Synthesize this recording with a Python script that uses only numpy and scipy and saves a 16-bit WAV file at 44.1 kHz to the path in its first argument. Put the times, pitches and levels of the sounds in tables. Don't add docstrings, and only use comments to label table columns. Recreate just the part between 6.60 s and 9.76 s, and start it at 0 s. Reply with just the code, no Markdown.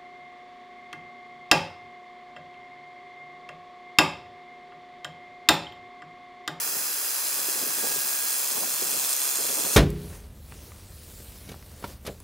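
import sys
import numpy as np
from scipy import signal
from scipy.fft import rfft, irfft
from scipy.io import wavfile
from scipy.ndimage import map_coordinates

SR = 44100
rng = np.random.default_rng(int(sys.argv[2]) if len(sys.argv) > 2 else 0)


def master(y):
    cut = np.clip(np.atleast_2d(y).T, -1, 1)
    pcm = np.round(cut * 32767)
    wavfile.write(sys.argv[1], SR, pcm.astype(np.int16))


N = 139356
T = np.arange(N) / SR
FREQS = np.maximum(np.arange(N // 2 + 1) * SR / N, 1)

# time_s, level_db
FLUTTER_LEVEL = [(0, -52.5), (.18, -50), (.4, -71), (.62, -62), (1.03, -42.5), (1.13, -54), (1.3, -44.5),
                 (1.5, -54.5), (1.82, -60.5), (2.0, -42), (2.11, -51), (2.37, -43.5), (2.5, -60.5),
                 (2.74, -59), (2.81, -45.5), (3.05, -42), (3.15, -43.5)]
# frequency_hz, gain_db
FLUTTER_SPECTRUM = [(30, -26), (60, -24), (110, -13), (180, -4), (330, -1.5), (550, 0.5), (900, -12),
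                    (1600, -30), (4000, -57)]
# frequency_hz, lead_rad
FLUTTER_PHASE = [(60, 0.29), (150, 0.56), (350, 1.3), (700, 1.6), (1500, 0.87)]
# peak_s, half_length_s, level_db, centre_hz
PUFFS = [(0.165, 0.0079, -48, 192), (.796, .005, -41.5, 500), (0.889, .007, -39.5, 370),
         (0.958, .005, -40, 480), (1.03, .008, -39, 300), (1.066, 0.0055, -37.5, 400),
         (1.112, 0.0099, -45, 330), (1.189, .008, -42, 370), (1.244, 0.0092, -32, 434),
         (1.271, 0.0056, -37, 480), (1.315, 0.0097, -40.5, 500), (1.364, 0.0028, -36, 500),
         (1.917, 0.01, -42.5, 410), (1.972, 0.0066, -36.5, 560), (2.035, 0.0075, -35, 523),
         (2.055, .004, -42, 350), (2.227, 0.0073, -35, 436), (2.312, .005, -41, 450),
         (2.79, 0.0062, -39, 334), (2.808, 0.0089, -38, 440), (2.847, 0.0061, -37, 420),
         (2.902, .007, -39.5, 570), (2.931, .005, -37, 367), (2.995, 0.014, -35.5, 480),
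         (3.052, 0.0074, -42, 276), (3.059, 0.011, -40, 950), (3.069, 0.0062, -35.5, 480),
         (3.107, 0.0057, -39, 400)]
# time_s, level_db
WHISTLE_LEVEL = [(0, -55), (.9, -53), (1.1, -48), (1.33, -42), (1.5, -46.5), (1.62, -43), (1.76, -50),
                 (1.88, -70), (3.15, -76)]
# centre_hz, width_hz, change_db_per_s
JET_RESONANCES = [(1700, 270, -1), (5000, 170, -1.1), (6400, 140, -0.5), (6600, 200, 1.5),
                  (7800, 280, -0.7), (8500, 310, 1.5), (9300, 350, 0.2), (11600, 320, 1.3),
                  (15300, 400, -0.8)]
# time_s, gain_db
TREBLE_GAIN = [(0, -0.2), (.6, -1.8), (1.1, -1.2), (1.3, 2), (1.8, 1.5), (2.15, -0.1), (2.5, -1.7),
               (2.8, -5), (3.15, -2)]
# centre_hz, width_hz, mean_depth (0-1)
NOTCHES = [(3020, 55, .45), (3735, 100, .85), (4540, 60, .5), (7140, 60, .4), (7980, 55, .35),
           (8850, 60, .25), (11290, 80, .3)]
# frequency_hz, gain_db
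SCATTER_SPECTRUM = [(70, -64), (150, -46), (280, -29), (500, -25), (1000, -18), (1600, -15.5), (2200, -17),
                    (4300, -16.5), (7000, -15), (9500, -13.5), (12000, -16), (15500, -16)]
# time_s, left_ms, right_ms
REFLECTION_LAG = [(0, 1.194, 1.203), (1.5, 1.191, 1.203), (2.6, 1.184, 1.2), (3.15, 1.175, 1.193)]
# frequency_hz, left_db, right_db
HISS_SPECTRUM = [(100, -50, -50), (190, -30, -29), (290, -18.5, -17.5), (650, -16, -15.5),
                 (950, -16, -15.5), (1250, -11.5, -11), (1650, -20, -17), (2100, -21, -16.5),
                 (2700, -13.5, -12), (3400, -14.5, -15), (3740, -7, -7), (4100, -13.5, -14.5),
                 (4600, -10.5, -10), (5050, -10.8, -9.8), (5500, -10, -11), (5850, -15, -14),
                 (6060, -14, -12), (6280, -3, -3), (6600, -12.5, -12), (6950, -10, -7), (7200, -11, -8),
                 (7700, -11, -5.5), (8000, -12, -11), (8400, -7.5, -8), (9100, -13, -5.5),
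                 (10000, -8, -6.5), (10900, -7, -8), (11350, -18, -16), (11750, -10, -8), (12150, -13, -12),
                 (12650, -5.5, -8), (13150, -16, -6), (13650, 0.5, -11), (14050, -13, -8),
                 (14400, -6.5, -16), (14850, -19, -20), (15300, -3, -9), (15700, -18, -8)]
# frequency_hz, lead_rad
HISS_PHASE = [(100, 0.37), (500, 0.079), (1500, 1.01), (6000, 0), (8000, 0.68), (10000, 0.83),
              (11200, 0.44), (13000, 1.67), (15000, 0.57)]
# frequency_hz, gain_db
GAS_SPECTRUM = [(150, 3.5), (600, 2), (1800, 3.5), (3500, -4), (6000, 2.14), (8500, -1.74), (11000, 2),
                (13500, 3), (15500, 3)]
SWEEP_LULLS = [(.84, .11, .36), (.36, .08, .09)]
# position_cycles, width_cycles, relative_level_db
BEAM_TURNS = [(0.078, 0.12, -9.5), (.57, 0.11, -9.5)]
# time_s, level_db
SPIT_LEVEL = [(0, -32), (.7, -7), (1.15, -9), (1.28, -3), (1.55, -7), (1.75, -4), (2.05, -8), (2.42, -1.5),
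              (2.88, -4.5), (3.07, -2.5)]
# frequency_hz, gain_db
SPIT_SPECTRUM = [(200, -9), (1500, -1.5), (3500, 3.5), (6500, 3), (8700, 4), (11000, -4), (14000, 0.5),
                 (16000, 4)]

WALLS_DB, WALLS_T60_S = -16, 0.25
FLUTTER_ROUGH_DB, FLUTTER_ROUGH_HZ = 1.5, 79
FLUTTER_SURGE_DB, FLUTTER_SURGE_HZ = 1.8, 22
FLUTTER_PAN_DB = -1.4
FLUTTER_APART = 0.39
PUFF_BELOW_OCTAVES, PUFF_ABOVE_OCTAVES = 0.81, 0.7
WHISTLE_HZ, WHISTLE_WAVER_HZ, WHISTLE_WAVER_RATE_HZ = 1641, 2, 19
WHISTLE_FLICKER_DB, WHISTLE_FLICKER_HZ, WHISTLE_LATE_MS = 1.2, 11, 0.18
TREBLE_FROM_HZ = 14200
NOTCH_SWING, NOTCH_RATE_HZ, NOTCH_WANDER_HZ = 0.33, 9, 28
HISS_DB, SCATTER_T60_S = -25.5, 0.16
REFLECTION_GAIN, REFLECTION_FROM_HZ, REFLECTION_TO_HZ = 0.8, 2000, 12300
TREMOR_MS, TREMOR_HZ = 0.003, 4
SWEEP_HZ = 68.03
GAS_FADE_DB_PER_S = 0.05
SPIT_SCATTER_DB = 2.5
FLICKER_DB, FLICKER_HZ = 0.28, 77
BASS_HZ, TOP_HZ = 60, 15720


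def undb(db):
    return 10 ** (np.asarray(db) / 20)


def unit(x):
    return x / np.sqrt(np.mean(x ** 2))


def curve(table, axis=1):
    rows = np.array(table)
    return np.interp(T, rows[:, 0], rows[:, axis])


def over_frequency(table, axis=1):
    rows = np.array(table)
    return np.interp(np.log(FREQS), np.log(rows[:, 0]), rows[:, axis])


def shape(x, gain):
    return irfft(rfft(x) * gain, N)


def colour(x, table, axis=1):
    return shape(x, undb(over_frequency(table, axis)))


def band(x, hz, width):
    return shape(x, np.exp(-0.5 * ((FREQS - hz) / width) ** 4))


def lagged(x, table):
    return shape(x, np.exp(-1j * over_frequency(table)))


def late(x, ms):
    return map_coordinates(x, [(T - ms * 10 ** -3) * SR], order=5, mode="mirror")


def noise():
    return rng.standard_normal(N)


def walk(hz):
    return unit(shape(noise(), np.exp(-(FREQS / hz) ** 2)))


def in_sweep(at, width):
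    cycles_away = (T * SWEEP_HZ - at + 0.5) % 1 - 0.5
    return np.exp(-0.5 * (cycles_away / width) ** 2)


def walls(pair):
    tails = np.array([noise(), noise()]) * np.exp(-np.log(1000) * T / WALLS_T60_S)
    tails = tails / np.sqrt(np.sum(tails ** 2, axis=1, keepdims=True))
    return undb(WALLS_DB) * shape(pair, rfft(tails))


def puffs():
    total = np.zeros(N)
    for at, length, db, hz in PUFFS:
        bell = np.exp(-0.5 * ((T - at) / length) ** 2)
        spread = np.where(FREQS < hz, PUFF_BELOW_OCTAVES, PUFF_ABOVE_OCTAVES)
        puff = bell * shape(noise(), np.exp(-0.5 * (np.log2(FREQS / hz) / spread) ** 2))
        total += undb(db) * puff * np.std(bell) / np.std(puff)
    return total


def flutter():
    roughness_db = FLUTTER_ROUGH_DB * walk(FLUTTER_ROUGH_HZ)
    surge_db = FLUTTER_SURGE_DB * walk(FLUTTER_SURGE_HZ)
    force = unit(undb(roughness_db + surge_db)) * undb(curve(FLUTTER_LEVEL))
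    shared, left, right = (unit(colour(noise(), FLUTTER_SPECTRUM)) * force for _ in range(3))
    shared = shared + puffs()
    pair = np.array([shared, lagged(shared, FLUTTER_PHASE)]) + FLUTTER_APART * np.array([left, right])
    return pair * undb([[FLUTTER_PAN_DB / 2], [-FLUTTER_PAN_DB / 2]])


def whistle():
    hz = WHISTLE_HZ + WHISTLE_WAVER_HZ * walk(WHISTLE_WAVER_RATE_HZ)
    sine = np.sin(2 * np.pi * np.cumsum(hz) / SR)
    flicker = undb(WHISTLE_FLICKER_DB * walk(WHISTLE_FLICKER_HZ))
    tone = unit(sine * flicker) * undb(curve(WHISTLE_LEVEL))
    return np.array([tone, late(tone, WHISTLE_LATE_MS)]) * undb([[-2], [1]])


def drifting(pair):
    for hz, width, db_per_s in JET_RESONANCES:
        change = undb(db_per_s * (T - T.mean())) - 1
        pair = pair + change * band(pair, hz, width)
    treble = shape(pair, FREQS > TREBLE_FROM_HZ)
    return pair + (undb(curve(TREBLE_GAIN)) - 1) * treble


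def hollowed(pair):
    wander_hz = NOTCH_WANDER_HZ * walk(NOTCH_RATE_HZ)
    wander = np.exp(2j * np.pi * np.cumsum(wander_hz) / SR)
    shifted = np.real(signal.hilbert(pair) / wander)
    cut = 0
    for hz, width, mean_depth in NOTCHES:
        depth = np.clip(mean_depth + NOTCH_SWING * walk(NOTCH_RATE_HZ), 0, 1)
        cut = cut + depth * band(shifted, hz, width)
    return pair - np.real(signal.hilbert(cut) * wander)


def scattered(source):
    tail = np.exp(-2 * np.log(1000) * T / SCATTER_T60_S)
    lingering = np.sqrt(np.abs(shape(source ** 2, rfft(tail / tail.sum()))))
    return np.array([colour(noise() * lingering, SCATTER_SPECTRUM) for _ in range(2)])


def hiss():
    source = torch()
    low_cut = 1 / (1 + (REFLECTION_FROM_HZ / FREQS) ** 2)
    high_cut = 1 / (1 + (FREQS / REFLECTION_TO_HZ) ** 20)
    mirrored = REFLECTION_GAIN * shape(source, low_cut * high_cut)
    tremor = TREMOR_MS * walk(TREMOR_HZ)
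    sides = []
    for side in (1, 2):
        reflected = late(mirrored, curve(REFLECTION_LAG, side) + tremor)
        sides.append(colour(source + reflected, HISS_SPECTRUM, side))
    left, right = sides
    near = np.array([left, lagged(right, HISS_PHASE)])
    return unit(drifting(near + scattered(source))) * undb(HISS_DB)


def gas():
    lull = sum(depth * in_sweep(at, width) for at, width, depth in SWEEP_LULLS)
    jet = colour(noise(), GAS_SPECTRUM) * (1 - lull)
    return unit(jet) * undb(-GAS_FADE_DB_PER_S * T)


def melt():
    spits = 0
    for at, width, db in BEAM_TURNS:
        sweep = np.floor(T * SWEEP_HZ - at + 0.5).astype(int) + 1
        scatter = np.clip(rng.standard_normal(size=400), -2, 2)
        size = undb(db + SPIT_SCATTER_DB * scatter)
        spits = spits + size[sweep] * in_sweep(at, width)
    return unit(colour(noise() * spits, SPIT_SPECTRUM)) * undb(curve(SPIT_LEVEL))


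def torch():
    return (gas() + melt()) * undb(FLICKER_DB * walk(FLICKER_HZ))


def scene():
    jet = hiss()
    return hollowed(jet + walls(jet)) + flutter() + whistle()


def record(dry):
    high_pass = signal.butter(2, BASS_HZ, "high", fs=SR, output="sos")
    low_pass = signal.ellip(12, 0.1, 80, TOP_HZ, fs=SR, output="sos")
    return signal.sosfilt(low_pass, signal.sosfilt(high_pass, dry))


dry = scene()
out = record(dry)
master(out)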